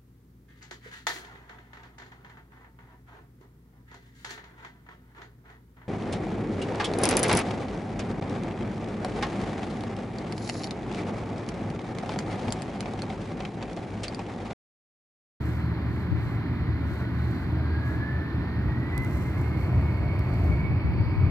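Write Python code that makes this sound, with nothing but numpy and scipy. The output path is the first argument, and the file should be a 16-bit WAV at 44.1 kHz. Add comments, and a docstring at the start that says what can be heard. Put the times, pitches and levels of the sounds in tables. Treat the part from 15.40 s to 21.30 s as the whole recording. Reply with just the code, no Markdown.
"""Low drone and dull roar of airliners idling across a wide dock, heard on a hand-held microphone pair.
One spools up: its fan's blade tone climbs, fading in and out in the air over the water, while the
exhaust's jet-mixing rumble grows. Close by, puffs of breeze thump the left microphone, and something
brushes softly past and ticks a few times."""
import sys
import numpy as np
from scipy import signal
from scipy.fft import rfft, irfft
from scipy.io import wavfile

SR = 44100
rng = np.random.default_rng(int(sys.argv[2]) if len(sys.argv) > 2 else 0)


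def wrap_up_sound(samples):
    """Save the sound to the file named by the first command line argument, as 16-bit audio."""
    columns = np.atleast_2d(samples).T
    # keep every value between -1 and 1, then stretch to whole-number steps
    tamed = np.clip(columns, -1, 1)
    steps = np.round(tamed * 32767).astype(np.int16)
    wavfile.write(sys.argv[1], SR, steps)


N = 260190
TIME_S, BINS_HZ = np.arange(N) / SR, np.fft.rfftfreq(N, 1 / SR)
JITTER_HZ = 7  # blade-tone pitch jitter from turbulence over the water

# spectra (frequency [Hz], relative density [dB])
BREEZE_SPECTRUM = [(8, -41.5), (25, -19), (55, -4), (90, 4.5), (160, -7), (250, -15.5), (400, -26.5),
                   (900, -57.5), (3000, -90.5)]
BRUSH_SPECTRUM = [(3240, -27.5), (5500, 2), (6670, -2), (7290, -0.5), (10200, -5), (13400, -1), (15200, -4),
                  (16000, -15)]
RUMBLE_IDLE = [(12, -70), (20, -42.5), (43, -24.5), (51, -15), (65, -5.5), (97, -7), (115, 1), (131, -1.5),
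               (146, -8.5), (168, -5), (200, -10), (220, -10.3), (306, -10.6), (385, -16.5), (520, -29),
               (680, -59.5), (1140, -120)]
RUMBLE_THRUST = [(12, -64), (20, -35), (37, -28.5), (59, -5.5), (80, 0), (119, -5), (146, -8), (182, -13),
                 (246, -22.5), (314, -18.5), (345, -18.5), (375, -22), (460, -28.5), (520, -41.5),
                 (680, -64), (1140, -120)]
ROAR_IDLE = [(260, -37.5), (450, -7.5), (560, -5), (750, -4), (980, -3.5), (1300, -5), (2000, -6.5),
             (2600, -17), (3100, -18.5), (4100, -23), (4650, -26), (5700, -37.5), (9000, -46.5),
             (12500, -37), (16000, -50.5)]
ROAR_THRUST = [(300, -24.5), (430, -7.5), (500, -0.5), (650, -1.5), (1000, -1.5), (1600, -7.5),
               (2150, -8.5), (2500, -10.5), (3000, -17.5), (3800, -24), (4500, -23.5), (5200, -31.5),
               (6500, -49), (9800, -46), (11500, -38.5), (16000, -47)]
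TICK_SPECTRUM = [(500, -6), (1500, -3), (3000, 2), (5000, 3), (5900, -2), (8000, 1), (9700, -5),
                 (11300, 5.5), (13000, 0), (16000, -5)]
# far sound at the microphone pair
COHERENCE = [(25, .998), (200, .998), (350, .96), (480, .8), (680, .94), (1100, .86), (2200, .72),
             (4500, .55), (6500, .2), (15000, .05)]  # (frequency [Hz], shared power [0-1])
BALANCE = [(60, 0), (220, 0), (380, -3), (570, 5.5), (950, 0), (1400, -1.5), (2400, -5), (3150, 0.5),
           (4300, -6), (6000, 0), (15000, 1)]  # (frequency [Hz], left minus right [dB])
PHASE_LEAD = [(40, 0), (290, -0.37), (480, 1.12), (750, -1), (1000, 0.42), (1700, 0.86), (2300, 1.5),
              (2800, 3), (3500, 3.5), (4500, 5), (6500, 8)]  # (frequency [Hz], left lead [rad])
# soft events (middle [s], length [s], level [dB])
BRUSH_STROKES = [(0.1, 0.28, -64), (0.575, 0.15, -68.5), (0.883, 0.18, -67), (1.55, 0.16, -64.5),
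                 (1.93, 0.3, -66), (2.51, 0.17, -66.5), (3.45, 0.3, -76.5), (3.77, 0.29, -60.5),
                 (4.027, 0.13, -67.5), (4.22, 0.1, -69), (4.4, 0.66, -69.5), (5.02, 0.32, -66)]
BASS_SURGES = [(1.2, 0.22, -34), (2.08, 0.15, -35), (2.98, 0.15, -31.5), (3.25, 0.15, -27.5),
               (3.73, 0.15, -29.5), (4.37, 0.06, -23.5), (5.14, 0.08, -25.5), (5.46, 0.06, -26.5)]
ROAR_HOLLOWS = [(2.17, 0.2, -52), (2.55, 0.25, -52.5), (4.33, 0.3, -48.5), (4.66, 0.22, -49),
                (5.04, 0.35, -47)]
# far sound coming and going (middle [s], length [s], lift [dB])
DRONE_SWELLS = [(1.9, 1.1, 1), (3.45, 1.1, -2)]
WHINE_SWELLS = [(1.5, 0.3, 3), (2.15, 0.14, -3), (2.32, 0.11, 6), (2.48, 0.25, 9.5), (2.7, 0.21, 11.5),
                (2.85, 0.14, 4.5), (3.09, 0.12, 4.5), (3.38, 0.09, 6.5), (3.59, 0.14, 13),
                (4.48, 0.13, 3.5), (4.72, 0.072, 5.5), (4.96, 0.2, -1), (5.12, 0.053, 8), (5.24, 0.079, 10),
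                (5.4, 0.14, 5.5), (5.6, 0.1, -3), (5.78, 0.08, 1)]
# spool-up of the main engine and a fainter one (time [s], blade-passing pitch [Hz])
FAN_PITCH = [(1.2, 1410), (2.2, 1577), (2.75, 1758), (3.0, 1792), (3.3, 1890), (3.6, 2025), (3.8, 2065),
             (4.25, 2195), (5.3, 2230), (5.9, 2240)]
TWIN_PITCH = [(2.6, 1430), (3.6, 1560), (4.2, 1790), (4.8, 1910), (5.9, 1930)]
PUFFS = [(0.708, -21.5, 0.072), (1.29, -28, 0.024), (3.58, -26, 0.028), (3.77, -34, 0.1),
         (4.59, -33, 0.087), (5.09, -19.5, 0.026), (5.23, -25.5, 0.09), (5.44, -23, 0.077),
         (5.58, -24.5, 0.18), (5.76, -23, 0.1)]  # breeze (time [s], level [dB], decay [s])
TICKS = [(3.579, -29.5, -19, 8400), (3.587, -46, -8, 14000), (3.6235, -47, -13, 12000),
         (3.637, -42, -5, 11600), (3.648, -33, -1, 7000), (4.211, -50, -9, 8000), (4.793, -36.5, -3, 5200)]  # (time [s], relative level [dB], left minus right [dB], ring [Hz])
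DRONE_BANDS = [(76.74, 6, -34), (93.7, 3, -42.5), (120.9, 13, -40), (173.5, 7.4, -43), (226.7, 9, -47),
               (274.1, 10, -47), (292.7, 14, -50), (315.5, 14, -46)]  # idling engines (centre [Hz], width [Hz], level [dB])
HISS_SWELLS = [(1.27, 0.25, -67, 4100), (1.57, 0.18, -63, 4100), (1.85, 0.14, -61, 3950),
               (1.99, 0.15, -62, 4400), (2.34, 0.29, -60, 4300), (2.6, 0.14, -66, 4000),
               (2.87, 0.2, -65, 4000), (3.12, 0.22, -62.5, 4250), (4.19, 0.1, -65, 4400),
               (4.98, 0.2, -63, 4400), (5.67, 0.13, -60, 4550)]  # turbine (middle [s], length [s], level [dB], centre [Hz])
BUZZ_TONES = [(9, -62), (10, -60), (11, -61), (13, -63)]  # fan (multiple of shaft rate, level at full thrust [dB])


def gain(db):
    """Decibels to amplitude."""
    return 10 ** (np.asarray(db) / 20)


def unit_rms(x):
    """Scales to rms 1."""
    return x / np.sqrt(np.mean(abs(x) ** 2) + 1e-20)


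def per_bin(table):
    """Frequency table interpolated on a log axis."""
    hz, value = np.transpose(table)
    return np.interp(np.log(BINS_HZ + 1), np.log(hz + 1), value)


def track(table):
    """Last column of a time table, per sample."""
    time_s, *_, value = np.transpose(table)
    return np.interp(TIME_S, time_s, value)


def bells(rows):
    """Sum of bell curves from (middle [s], half-height length [s], height) rows."""
    middle_s, length_s, height = np.transpose(rows)
    offset = 2 * (TIME_S - middle_s[:, None]) / length_s[:, None]
    return height @ .5 ** np.minimum(offset ** 2, 60)


def envelope(events):
    """Amplitude of soft events."""
    return bells([(middle_s, length_s, gain(db)) for middle_s, length_s, db, *_ in events])


def noise(spectrum):
    """Coloured noise, rms 1."""
    return unit_rms(irfft(rfft(rng.standard_normal(N)) * gain(per_bin(spectrum)), N))


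def wander(rate_hz):
    """Random drift up to about rate_hz, rms 1."""
    count = N // 16 + 2
    hz = np.fft.rfftfreq(count, TIME_S[-1] / count)
    slow = irfft(rfft(rng.standard_normal(count)) / (1 + (hz / rate_hz) ** 4), count)
    return unit_rms(np.interp(TIME_S, np.linspace(0, TIME_S[-1], count), slow))


def phase_rad(hz):
    """Running phase of a fixed or moving pitch."""
    return 2 * np.pi * np.cumsum(hz * np.ones(N)) / SR


def tone(hz):
    """Sine, rms 1."""
    return unit_rms(np.sin(phase_rad(hz)))


def band(hz, spread_hz):
    """Tone scrambled in level and phase by turbulence, rms 1."""
    rad = phase_rad(hz)
    return unit_rms(wander(spread_hz) * np.cos(rad) + wander(spread_hz) * np.sin(rad))


def twinkle(x, rate_hz, depth_db=3.5):
    """Level flicker from turbulence over the water, rms 1."""
    return unit_rms(x * gain(depth_db * np.minimum(wander(rate_hz), 1)))


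def spool():
    """Fan speed above idle, 0-1."""
    hz = track(FAN_PITCH)
    return (hz - hz.min()) / np.ptp(hz)


def thrust():
    """Thrust above idle, 0-1."""
    return spool() ** 2.5


def jet_noise(idle, raised, share):
    """Mixing noise, crossfaded from the idle to the raised spectrum."""
    return np.sqrt(1 - share) * noise(idle) + np.sqrt(share) * noise(raised)


def from_afar(source):
    """Shared direct sound plus a separate diffuse field per microphone."""
    direct, left, right = (rfft(source()) for _ in range(3))
    shared = per_bin(COHERENCE)
    side = np.array([[.5], [-.5]])
    direct = direct * np.exp(1j * side * per_bin(PHASE_LEAD))
    pair = np.sqrt(shared) * direct + np.sqrt(1 - shared) * np.array([left, right])
    return irfft(pair * gain(side * per_bin(BALANCE)), N)


def breeze(rise_s=0.0072, eddies_db=-46, gust_db=5):
    """Low turbulence on the left microphone: small eddies, quick dying puffs."""
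    strength = gain(eddies_db + gust_db * wander(7.4))
    for start_s, db, decay_s in PUFFS:
        age_s = np.maximum(TIME_S - start_s, 0)
        strength += gain(db) * np.minimum(age_s / rise_s, 1) * np.exp(-age_s / decay_s)
    return strength * noise(BREEZE_SPECTRUM) * np.array([[1], [0]])


def brushing(left_db=-4.5, right_db=4, grain_db=2, floor_db=-82):
    """Soft strokes of grainy friction hiss over a faint floor, separate per microphone."""
    hiss = np.array([unit_rms(noise(BRUSH_SPECTRUM) * gain(grain_db * wander(150))) for _ in range(2)])
    strokes = envelope(BRUSH_STROKES) * gain([[left_db], [right_db]])
    return hiss * np.hypot(strokes, gain(floor_db))


def ticks(lift_db=2, scatter_s=0.0009, ring_s=0.0005):
    """Near snaps: an impulse with about a millisecond of scatter and ring."""
    out = np.zeros((2, N))
    age_s = np.arange(300) / SR
    for time_s, db, pan_db, ring_hz in TICKS:
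        scatter = .22 * rng.standard_normal((2, len(age_s))) * np.exp(-age_s / scatter_s)
        ring = .2 * np.cos(2 * np.pi * ring_hz * age_s) * np.exp(-age_s / ring_s)
        snap = (age_s == 0) + scatter + ring
        pair_db = db + lift_db + np.array([[.5], [-.5]]) * pan_db
        start = round(time_s * SR)
        out[:, start:start + len(age_s)] += snap * gain(pair_db)
    return irfft(rfft(out) * gain(per_bin(TICK_SPECTRUM)), N)


def drones(hum_hz=119, waver_hz=4, hum_db=-36, drop_db=1.5):
    """Low bands and wavering hum of idling engines; they recede a little with thrust."""
    hum = gain(hum_db) * tone(hum_hz + waver_hz * wander(5))
    bands = sum(gain(db) * band(hz, width_hz / 2) for hz, width_hz, db in DRONE_BANDS)
    return gain(bells(DRONE_SWELLS) - drop_db * thrust()) * (hum + bands)


def turbine(low_hz=4151, high_hz=4474, hiss_hz=4250, idle_db=-68, intake_hz=2170, intake_db=-58.5):
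    """Two thin blade tones, hiss and intake noise recede with speed; more hiss swells as air shifts."""
    blade_tones = tone(low_hz + JITTER_HZ * wander(20)) + gain(-8) * band(high_hz, 18)
    idle = gain(idle_db - 10 * spool()) * (blade_tones + band(hiss_hz, 520))
    swells = envelope(HISS_SWELLS) * band(track(HISS_SWELLS), 520)
    intake = gain(intake_db - 13 * spool()) * band(intake_hz, 300)
    return idle + swells + intake


def exhaust(rumble_db=-31, rumble_rise_db=6, throb_db=1.6, roar_db=-43, roar_rise_db=1.14, flutter_db=.5):
    """Jet mixing: a throbbing, surging rumble builds with speed under a dull roar with hollow swells."""
    push = spool() ** 2.1
    rise_db = (rumble_rise_db + throb_db * np.minimum(wander(rate_hz=12), 1)) * push
    rumble = gain(rumble_db + rise_db) * jet_noise(RUMBLE_IDLE, RUMBLE_THRUST, push)
    roar_gain = gain(roar_db + roar_rise_db * thrust() + flutter_db * wander(rate_hz=14))
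    roar = roar_gain * jet_noise(ROAR_IDLE, ROAR_THRUST, thrust())
    surges = envelope(BASS_SURGES) * band(hz=74, spread_hz=18)
    hollows = envelope(ROAR_HOLLOWS) * band(hz=650, spread_hz=95)
    return rumble + surges + roar + hollows


def buzz_saw(blades=24, spread_hz=4):
    """Near full speed, slightly unequal fan blades sound faint multiples of the shaft rate."""
    shaft_hz = track(FAN_PITCH) / blades
    return thrust() * sum(gain(db) * band(order * shaft_hz, spread_hz) for order, db in BUZZ_TONES)


def fan(whine_db=-53.5, skirt_db=-4, twin_db=-61, rush_db=-57, octave_db=-64.5):
    """Blade-passing whine, its scattered skirt and a lower twin; thrust adds a rush and hissy octave."""
    blade_hz = track(FAN_PITCH)
    carry_db = bells(WHINE_SWELLS)  # how well the air carries the whine
    core = twinkle(tone(blade_hz + JITTER_HZ * wander(14.17)), rate_hz=34)
    skirt = gain(skirt_db) * band(blade_hz, 60)
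    whine = gain(whine_db + carry_db) * (core + skirt)
    twin = gain(twin_db) * band(track(TWIN_PITCH), 30)
    rush = gain(rush_db + .4 * carry_db) * band(1.05 * blade_hz, 200)
    octave = gain(octave_db) * twinkle(band(2 * blade_hz, 190), rate_hz=13)
    return spool() ** .24 * (whine + twin) + thrust() ** 2 * rush + thrust() * octave


def engines():
    """All aircraft sound, mono."""
    return exhaust() + drones() + turbine() + fan() + buzz_saw()


def scene():
    """Far engines plus small near sounds, stereo."""
    return from_afar(engines) + breeze() + brushing() + ticks()


def record(dry, fade_s=.008, cutoff_hz=15800):
    """Fade-in and low-pass."""
    faded = dry * np.minimum(TIME_S / fade_s, 1)
    lowpass = signal.firwin(511, cutoff_hz, window=("kaiser", 9), fs=SR)
    return signal.oaconvolve(faded, lowpass[None], "same")


dry = scene()
out = record(dry)
wrap_up_sound(out)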